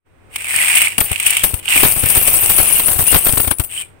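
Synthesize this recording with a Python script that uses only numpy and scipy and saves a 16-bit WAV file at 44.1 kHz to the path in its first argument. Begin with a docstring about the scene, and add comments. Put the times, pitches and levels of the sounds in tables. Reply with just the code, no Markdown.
"""Coins pour from a metal scoop onto a heap of coins in a plastic bag on a wooden table, very close.
They scrape along the scoop and excite its resonance; a few drop, then the rest tumble down in surges.
Each impact radiates a click, struck coins ring in damped modes, and landing clumps make the table thud.
The left microphone favours the bright clink, the right the lower rasp; the loudest hits overload both."""
import sys
import numpy as np
from scipy import signal
from scipy.io import wavfile

SR = 44100
rng = np.random.default_rng(int(sys.argv[2]) if len(sys.argv) > 2 else 0)


def transcribe(signal):
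    """Save signal, clipped to [-1, 1], as a 16-bit WAV file at the path in sys.argv[1]."""
    frames = np.atleast_2d(signal).T
    limited = np.clip(frames, -1, 1)
    pcm = np.round(limited * 32767).astype(np.int16)
    wavfile.write(sys.argv[1], SR, pcm)


N = 176400

# spectrum of the room noise: frequency_hz, left_db, right_db
ROOM_COLOUR = [(25, -1, -23.5), (100, 0.5, -1), (200, -9, -9), (400, -8, -8.5), (990, -18, -13.5),
               (2500, -27, -17), (4500, -35, -37), (7100, -40, -38), (8440, -23.5, -50),
               (11000, -43.5, -44), (15000, -34.5, -51)]
# envelope of the room noise: time_s, level_db
ROOM_LEVEL = [(0, -90), (.04, -82), (.065, -56.5), (.3, -46), (2, -41), (4, -47.5)]

# resonance of the scoop, rising as it empties: time_s, pitch_hz
SCOOP_PITCH = [(.35, 2480), (.6, 2320), (1.3, 2630), (1.689, 2790), (1.74, 2540), (3.1, 2757), (3.75, 2800),
               (3.8, 2857)]
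# four slides along the scoop, one envelope each: time_s, level_db
SLIDES = [
    [(.3, -63), (.34, -37.5), (.47, -28.5), (.55, -21), (.62, -19), (.8, -18), (.865, -20.5), (.9, -29.5),
     (.99, -41.5)],
    [(1.0, -42), (1.1, -29.5), (1.18, -31), (1.25, -23), (1.28, -20), (1.39, -23), (1.48, -32.5),
     (1.55, -52), (1.6, -39)],
    [(1.59, -54), (1.677, -29.5), (1.69, -19), (1.74, -17.5), (1.81, -19), (1.95, -34), (2.1, -25),
     (2.3, -29.5), (2.78, -26.5), (2.95, -41), (3.09, -28), (3.2, -33.5), (3.54, -47)],
    [(3.67, -55), (3.715, -37), (3.76, -33), (3.82, -31), (3.845, -48), (3.95, -74.5)],
]
# shimmer of rubbing coin faces, one value for each slide: gain_db
SHEEN_DB = [-5, -12, -12, 8]
# spectrum of sliding coins: frequency_hz, left_db, right_db
SLIDE_COLOUR = [(60, -24, -20), (250, -37, -27.5), (775, -13, -20.5), (1430, -14.5, -17), (1960, -9.5, -11),
                (2340, -12.5, -2.5), (3040, -10, -6), (3850, -15.5, -24.5), (5430, -18, -18),
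                (6620, -18, -31), (7940, -3, -28), (8410, 1, -44), (10050, -7, -49.5), (11700, -14.5, -20),
                (13400, -9, -18), (15800, -34, -11)]
# coins knocking on the scoop: start_s, pitch_hz, left_db, right_db, t60_s
KNOCKS = [(.871, 2320, -24, 7.5, 0.011), (1.68, 2860, 7, 19.5, 0.0051), (1.717, 2770, -5, 9, .008),
          (1.727, 2640, -20, -3, .04), (2.759, 2820, -34.5, -19, 0.12), (3.083, 2833, -33, -11.5, .12),
          (3.775, 3090, -29, -14, 0.087)]

# clumps landing on the heap: start_s, clatter_db, thud_db
LANDINGS = [(0.982, -26.5, -42), (1.007, -24, -20), (1.112, -32, -13), (1.435, -20.5, -19),
            (1.536, -35.5, -10), (1.757, -27.5, -35), (1.83, -17.5, -19), (1.847, -19, -18.5),
            (1.963, -35.5, -16), (2.034, -30, -8), (2.057, -32, -15.5), (2.152, -28, -35),
            (2.17, -25, -9.5), (2.277, -28, -25), (2.496, -26.5, -17), (2.581, -24, -17), (2.597, -25, -13),
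            (2.795, -26, -39), (2.88, -26, -27), (2.912, -34, -17), (2.957, -36.5, -17.5),
            (2.988, -29.5, -10), (3.023, -40, -16), (3.125, -23.5, -19), (3.142, -17, -9),
            (3.156, -20.5, -14), (3.264, -25, -21), (3.288, -26.5, -20), (3.33, -32.5, -10),
            (3.371, -26, -12.5), (3.396, -28, -14), (3.441, -33.5, -22), (3.474, -30, -8.5),
            (3.509, -24.5, -14), (3.596, -29, -7)]
# spectrum of a landing's clatter: frequency_hz, left_db, right_db
CLATTER_COLOUR = [(30, 12, -13.5), (120, 4, -32), (288, 5.5, -14.5), (700, 3, -15), (1510, 0, -15),
                  (3220, -1.5, -15), (4840, -9.5, -22.5), (7700, -21.5, -20), (9900, -7, -29),
                  (12700, -1, 2), (16000, -16, -10)]
# coins that ring freely: start_s, pitch_hz, left_db, right_db
RINGS = [(0.591, 9950.0, -15, -51), (1.004, 13480, -22, -14), (1.442, 11500, -22, -45),
         (1.777, 15520.0, -18, -26), (1.83, 9860, -13, -38), (1.987, 9350.0, -15, -54),
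         (2.057, 12160, -18, -49), (2.157, 10000.0, -19, -46), (2.172, 14670.0, -26, -13),
         (2.227, 12500, -15.5, -35), (2.277, 9900, -23, -38), (2.327, 13400, -23, -15),
         (2.412, 13400, -18.5, -25), (2.409, 14000, -32, -19), (2.581, 10100, -10.5, -37),
         (2.671, 9620, -12.5, -55), (2.726, 9910, -8, -30), (2.761, 13000, -27, -13),
         (2.859, 9800, -10, -35), (3.015, 14300, -36, -15.5), (3.072, 9860, -9.5, -38),
         (3.239, 13500, -21, -16), (3.403, 15420.0, -13, -26), (3.507, 9760, -16.5, -37),
         (3.635, 13700, -30, -37)]
# single sharp clinks: start_s, length_s, edge_db, rasp_db
CLINKS = [(0.359, 0.0038, -13.5, -13.5), (0.561, 0.0032, -6.5, -36), (0.752, 0.0094, -5.5, -15),
          (0.77, 0.018, -7.5, -12), (0.817, 0.0053, -3.5, -9), (0.981, 0.0027, -7, -11),
          (1.004, 0.0055, -3, -16.5), (1.116, 0.0014, -8, -21), (1.129, 0.0022, -13, -16),
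          (1.159, 0.0021, -18, -15), (1.199, 0.0048, -12, -14), (1.229, 0.0029, -14, -22),
          (1.263, 0.011, -2.5, -11), (1.305, 0.0023, -0.5, -18), (1.368, 0.0044, -6.5, -10),
          (1.435, 0.0082, -5.5, -23), (1.541, 0.0019, -7.5, -22), (1.656, 0.0017, -19, -22),
          (2.058, 0.0031, -6.5, -22), (2.087, 0.0026, -8, -28), (2.1, 0.0076, -5, -22),
          (2.15, 0.0072, -6.5, -25), (2.274, 0.0095, -5, -15.5), (2.435, 0.0016, -12, -34),
          (2.46, 0.001, -1, -19.5), (2.494, 0.014, -9, -30), (2.795, 0.004, -11, -19),
          (2.989, 0.002, -10, -23), (3.067, 0.0076, -9, -26), (3.116, 0.0095, -6.5, -22),
          (3.182, 0.0047, -11, -24), (3.283, 0.0062, -15, -26), (3.325, 0.0015, -4.5, -23),
          (3.378, 0.0065, -5, -33), (3.476, 0.0023, -8, -22), (3.511, 0.0019, -2, -20),
          (3.585, 0.00082, -11.5, -30), (3.597, 0.0015, -6, -28), (3.638, 0.0015, -19, -33),
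          (3.646, 0.002, -14.5, -31.5)]
# spectra of a clink's bright edge and of its rasp: frequency_hz, left_db, right_db
EDGE_COLOUR = [(100, -12.5, -66), (1500, -46, -55.5), (3680, -19, -16.5), (6700, -29.5, -21.5),
               (8260, 6, -57), (10030, -0.5, -18.5), (11060, -6, -57), (13400, -11, -5),
               (15400, -6.5, -27.5)]
RASP_COLOUR = [(100, -50, -26.5), (800, -27, -10.5), (1590, -12.5, -7), (2250, -36, 9), (2840, -3, 11),
               (3900, -6, -4.5), (7560, -51, -14.5), (15300, -7, -32)]

# a few coins tumbling before and after the pour, one envelope per drop: time_s, level_db
DROPS = [
    [(.5, -62), (.58, -34), (.86, -49), (.9, -54)],
    [(.98, -16), (1.01, -27), (1.06, -24.5), (1.11, -46)],
    [(1.425, -40), (1.44, -14.5), (1.48, -24.5), (1.53, -31), (1.56, -31.5), (1.6, -39)],
    [(3.52, -48), (3.56, -47), (3.605, -28.5), (3.65, -32.5), (3.69, -48.5), (3.76, -40.5), (3.81, -49),
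     (3.85, -66)],
]
# envelope of the main pour: time_s, level_db
POUR_LEVEL = [(1.69, -32), (1.77, -24), (1.92, -22.5), (2.03, -23), (2.2, -21), (2.47, -22), (2.65, -18.5),
              (2.95, -24.5), (3.22, -25), (3.42, -21), (3.53, -33.5)]
# surges of the pour, as a batch leaves the scoop: start_s, length_s, rise_db
SURGES = [(1.755, 0.16, 6.5), (2.088, 0.013, 6), (2.16, 0.022, 6), (2.268, 0.011, 6), (2.33, 0.037, 6),
          (2.419, 0.032, 4), (2.493, 0.026, 7), (2.56, 0.044, 6.5), (2.703, 0.14, 2), (2.868, 0.065, 6),
          (2.984, 0.029, 7), (3.076, 0.11, 7.5), (3.245, 0.036, 6.5)]
# spectrum of tumbling coins: frequency_hz, left_db, right_db
POUR_COLOUR = [(60, -5, -19), (260, -13.5, -26.5), (690, -13.5, -18), (1470, -19, -22), (2400, -25, -22),
               (3740, -25.5, -34.5), (7200, -27, -25.5), (8290, -3.5, -51), (10530, -10.5, -30),
               (11700, -16.5, -30.5), (12530, -11, -14), (14140, -15.5, -13), (15600, -9.5, -17)]

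HUM_HZ, HUM_DB = 97, -46
ECHO_DB, ECHO_T60_S = -18.5, .13
SLIDE_DB, SLIDE_PER_S, SLIDE_SPREAD_DB = 4.5, 2600, 3.5
SCOOP_WIDTH_HZ, SCOOP_LEFT_DB, SCOOP_RIGHT_DB = 1000, -20.5, -1.5
GRIT_PER_S, GRIT_SPREAD_HZ, GRIT_T60_S = 200, 300, .04  # harder contacts within a slide
SHEEN_HZ, SHEEN_WIDTH_HZ = 8450, 900
KNOCK_RISE_S = .0017
CLATTER_DB, CLATTER_RISE_S, CLATTER_FALL_S = 14.5, .0031, .0077
THUD_DB, THUD_HZ, THUD_PEAK_S = 2, 89, .0068
TABLE_DB, TABLE_HZ, TABLE_T60_S = -9.5, 272, .045
RING_DB, RING_T60_S, RING_BLUR_HZ = 5.5, .17, 35
TWIN_DB, MEAN_SPLIT_HZ = .5, 44  # a ringing coin's second mode
EDGE_DB, RASP_DB, CLINK_FALL_S, CLINK_DRAG = 1.5, 2.5, .002, .45
POUR_DB, POUR_PER_S, POUR_SPREAD_DB, SURGE_FALL_S = 4.5, 600, 2, .013
JINGLE_DB, JINGLE_PER_S, JINGLE_SPREAD_DB, JINGLE_T60_S = -1.5, 1800, 2.4, .06
JINGLE_LOW_HZ, JINGLE_HIGH_HZ, JINGLE_DETUNE_HZ = 2189, 15500, 92
CHATTER_DB, CHATTER_T60_S = -3, .026
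CEILING, BAND_LIMIT_HZ = .95, 15850
TIME_S, LEFT_ONLY = np.arange(N) / SR, np.c_[[1, 0]]


def amp(db):
    """Amplitude grows tenfold for every 20 dB."""
    return 10 ** (np.asarray(db) / 20)


def unit(x):
    """Normalisation to an rms of 1."""
    return x / np.sqrt(np.mean(x ** 2) + 1e-20)


def decay(t, t60):
    """Exponential damping: 60 dB down after t60 seconds."""
    return amp(-60 * t / t60)


def level(curve):
    """Amplitude envelope, linear in decibels between its points and silent outside them."""
    return amp(np.interp(TIME_S, *np.transpose(curve), left=-120, right=-120))


def add(mix, start_s, sound):
    """Superposition: a sound adds to the mix, in place."""
    part = mix[:, max(round(start_s * SR), 0):][:, :sound.shape[-1]]
    part += sound[..., :part.shape[1]]


def convolve(x, response):
    """Linear filtering of each channel by its own impulse response."""
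    return signal.fftconvolve(x, response, axes=1)[:, :N]


def colour(x, table, size=4096):
    """Minimum-phase filter per microphone; the stronger side keeps the power of white noise."""
    hz, *sides = np.transpose(table)
    bins_hz = abs(np.fft.fftfreq(size, 1 / SR))
    gain_db = np.array([np.interp(np.log(bins_hz + 1), np.log(hz), side) for side in sides])
    gain_db -= 30 * (bins_hz > BAND_LIMIT_HZ + 900)
    spectrum = np.exp(signal.hilbert(np.log(amp(gain_db))).conj())
    response = np.fft.ifft(spectrum).real[:, :size // 2]
    return convolve(x, response / np.linalg.norm(response, axis=1).max())


def resonate(x, hz, width_hz):
    """Forced vibration of a resonator of gain 1 whose centre follows the curve hz."""
    carrier = np.exp(2j * np.pi * np.cumsum(hz) / SR)
    pole = np.exp(-np.pi * width_hz / SR)
    baseband = signal.lfilter([(1 - pole) ** 2], [1, -2 * pole, pole ** 2], x / carrier + 1e-18)
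    return 2 * (carrier * baseband).real


def contacts(per_s, spread_db):
    """Poisson impacts, mostly small, reach the two microphones with different strength."""
    strength = amp(spread_db * np.minimum(rng.exponential(1, N), 3.5))
    struck = rng.random(N) < per_s / SR
    return unit(strength * struck * rng.choice([-1, 1], (2, N)) * rng.uniform(.42, 1, (2, N)))


def rattle(per_s, spread_db):
    """Each impact passes energy to neighbouring coins, which chatter as it decays."""
    hits = contacts(per_s, spread_db)
    retained = decay(1 / SR, CHATTER_T60_S) ** 2
    energy = signal.lfilter([1 - retained], [1, -retained], hits ** 2)
    chatter = np.sqrt(energy) * rng.standard_normal((2, N))
    return unit(hits + amp(CHATTER_DB) * chatter)


def chimes(hits, hz, mean_t60):
    """Impulse response: each contact starts a damped mode at the pitch hz of that moment."""
    out, t60 = np.zeros((2, N)), mean_t60 * (.5 + rng.random(N))
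    for i in np.flatnonzero(hits[0]):
        t = np.arange(0, t60[i], 1 / SR)
        ring = np.sin(2 * np.pi * hz[i] * t) * decay(t, t60[i])
        add(out, i / SR, hits[:, i, None] * ring / np.linalg.norm(ring))
    return out


def room_noise():
    """The noise floor: quiet broadband noise and a low hum under one envelope."""
    gain = level(ROOM_LEVEL)
    hum = amp(HUM_DB) * np.sin(2 * np.pi * HUM_HZ * TIME_S) * gain / gain.max()
    return colour(rng.standard_normal((2, N)), ROOM_COLOUR) * gain + hum


def room_echo(x):
    """Reverberation: a diffuse field decays exponentially, uncorrelated at the two microphones."""
    t = np.arange(SR // 2) / SR
    response = rng.standard_normal((2, len(t))) * decay(t, ECHO_T60_S)
    return amp(ECHO_DB) * convolve(x, response / np.linalg.norm(response, axis=1, keepdims=True))


def sliding():
    """Friction: dense contacts drive the scoop's resonance, and rubbing coin faces shimmer."""
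    pushes = [level(slide) for slide in SLIDES]
    push = sum(pushes)
    scoop_hz = np.interp(TIME_S, *np.transpose(SCOOP_PITCH))
    scrape = rattle(SLIDE_PER_S, SLIDE_SPREAD_DB)
    hard_hits = contacts(GRIT_PER_S, SLIDE_SPREAD_DB) * push
    grit = chimes(hard_hits, scoop_hz + GRIT_SPREAD_HZ * rng.standard_normal(N), GRIT_T60_S)
    scoop = unit(resonate(scrape, scoop_hz, SCOOP_WIDTH_HZ)) * push + grit
    scoop *= amp(np.c_[[SCOOP_LEFT_DB, SCOOP_RIGHT_DB]])
    sheen = unit(resonate(scrape[0], np.full(N, SHEEN_HZ), SHEEN_WIDTH_HZ))
    sheen *= amp(SHEEN_DB) @ pushes
    return amp(SLIDE_DB) * colour(scrape * push, SLIDE_COLOUR) + scoop + sheen * LEFT_ONLY


def knocks():
    """Impact excitation: a coin catches on the scoop and rings two modes, louder on the right."""
    t, out = np.arange(SR // 6) / SR, np.zeros((2, N))
    for start_s, hz, left_db, right_db, t60 in KNOCKS:
        lower_hz = hz * rng.uniform(.94, .97)
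        modes = np.sin(2 * np.pi * hz * t) + .5 * np.sin(2 * np.pi * (lower_hz * t + rng.random()))
        envelope = np.minimum(t / KNOCK_RISE_S, 1) * decay(t, t60)
        add(out, start_s, amp(np.c_[[left_db, right_db]]) * envelope * modes)
    return out


def landings():
    """Momentum transfer: a clump crunches into the heap; the table dips, springs back and rings."""
    t, clatter, thud = np.arange(SR // 12) / SR, np.zeros((2, N)), np.zeros((2, N))
    wood = amp(TABLE_DB) * np.sin(2 * np.pi * TABLE_HZ * t) * decay(t, TABLE_T60_S)
    rise = np.minimum(t / CLATTER_RISE_S, 1)
    fall = np.exp(-np.maximum(t - 2 * CLATTER_RISE_S, 0) / CLATTER_FALL_S)
    for start_s, clatter_db, thud_db in LANDINGS:
        crunch = rise * fall * rng.standard_normal((2, len(t)))
        add(clatter, start_s, amp(clatter_db + CLATTER_DB) * crunch)
        pulse_time = np.pi * THUD_HZ * rng.uniform(.64, 1.25) * (t - THUD_PEAK_S)
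        dip = (2 * pulse_time ** 2 - 1) * np.exp(-pulse_time ** 2)
        add(thud, start_s, amp(thud_db + THUD_DB) * (dip + wood))
    return colour(clatter, CLATTER_COLOUR) + thud * LEFT_ONLY


def rings():
    """Two close modes of a bouncing coin beat; touching its neighbours jostles the phase of one."""
    t, out = np.arange(SR // 3) / SR, np.zeros((2, N))
    for start_s, hz, left_db, right_db in RINGS:
        twin_hz = hz + 2 * MEAN_SPLIT_HZ * rng.random()
        twin = amp(TWIN_DB) * np.sin(2 * np.pi * (twin_hz * t + rng.random((2, 1))))
        drift = np.cumsum(rng.standard_normal(len(t))) * np.sqrt(RING_BLUR_HZ / (2 * np.pi * SR))
        modes = np.sin(2 * np.pi * (hz * t + drift)) + twin
        add(out, start_s, amp(np.c_[[left_db, right_db]] + RING_DB) * modes * decay(t, RING_T60_S))
    return out


def clinks():
    """Brief impacts have broad spectra: edge-on hits give milliseconds of bright, rasping chatter."""
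    t, edge, rasp = np.arange(SR // 20) / SR, np.zeros((2, N)), np.zeros((2, N))
    for start_s, length_s, edge_db, rasp_db in CLINKS:
        fall_s = CLINK_FALL_S + length_s * CLINK_DRAG  # longer clinks fade more slowly
        burst = rng.standard_normal((2, len(t))) * np.exp(-np.maximum(t - length_s / 2, 0) / fall_s)
        add(edge, start_s, amp(edge_db + EDGE_DB) * burst)
        add(rasp, start_s, amp(rasp_db + RASP_DB) * burst)
    return colour(edge, EDGE_COLOUR) + colour(rasp, RASP_COLOUR)


def coin_flow():
    """Granular flow: the envelope of the small drops and of the pour, which comes in surges."""
    t, surge = np.arange(SR // 4) / SR, np.ones((1, N))
    for start_s, length_s, rise_db in SURGES:
        envelope = np.exp(-np.maximum(t - length_s, 0) / SURGE_FALL_S)
        add(surge, start_s, (amp(rise_db) - 1) * envelope)
    return level(POUR_LEVEL) * surge[0] + sum(level(drop) for drop in DROPS)


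def pouring():
    """Random collisions: tumbling coins click and ring, half near the free coins' natural pitches."""
    flow = coin_flow()
    natural_hz = rng.choice(np.array(RINGS)[:, 1], N) + JINGLE_DETUNE_HZ * rng.standard_normal(N)
    pitch_hz = np.where(rng.random(N) < .5, natural_hz, rng.uniform(JINGLE_LOW_HZ, JINGLE_HIGH_HZ, N))
    jingle = chimes(contacts(JINGLE_PER_S, JINGLE_SPREAD_DB) * flow, pitch_hz, JINGLE_T60_S)
    clicks = rattle(POUR_PER_S, POUR_SPREAD_DB) * flow
    return colour(amp(POUR_DB) * (clicks + amp(JINGLE_DB) * jingle), POUR_COLOUR)


def scene():
    """Superposition of the coins' direct sound, its reverberation and the room noise."""
    coins = sliding() + knocks() + pouring() + clinks() + rings() + landings()
    return coins + room_echo(coins) + room_noise()


def record(dry):
    """Overload clips the loudest peaks; a low-pass filter then limits the band."""
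    clipped = np.clip(dry, -CEILING, CEILING)
    low_pass = signal.firwin(511, BAND_LIMIT_HZ, window=("kaiser", 8), fs=SR)
    return signal.oaconvolve(clipped, low_pass[None], "same")


dry = scene()
out = record(dry)
transcribe(out)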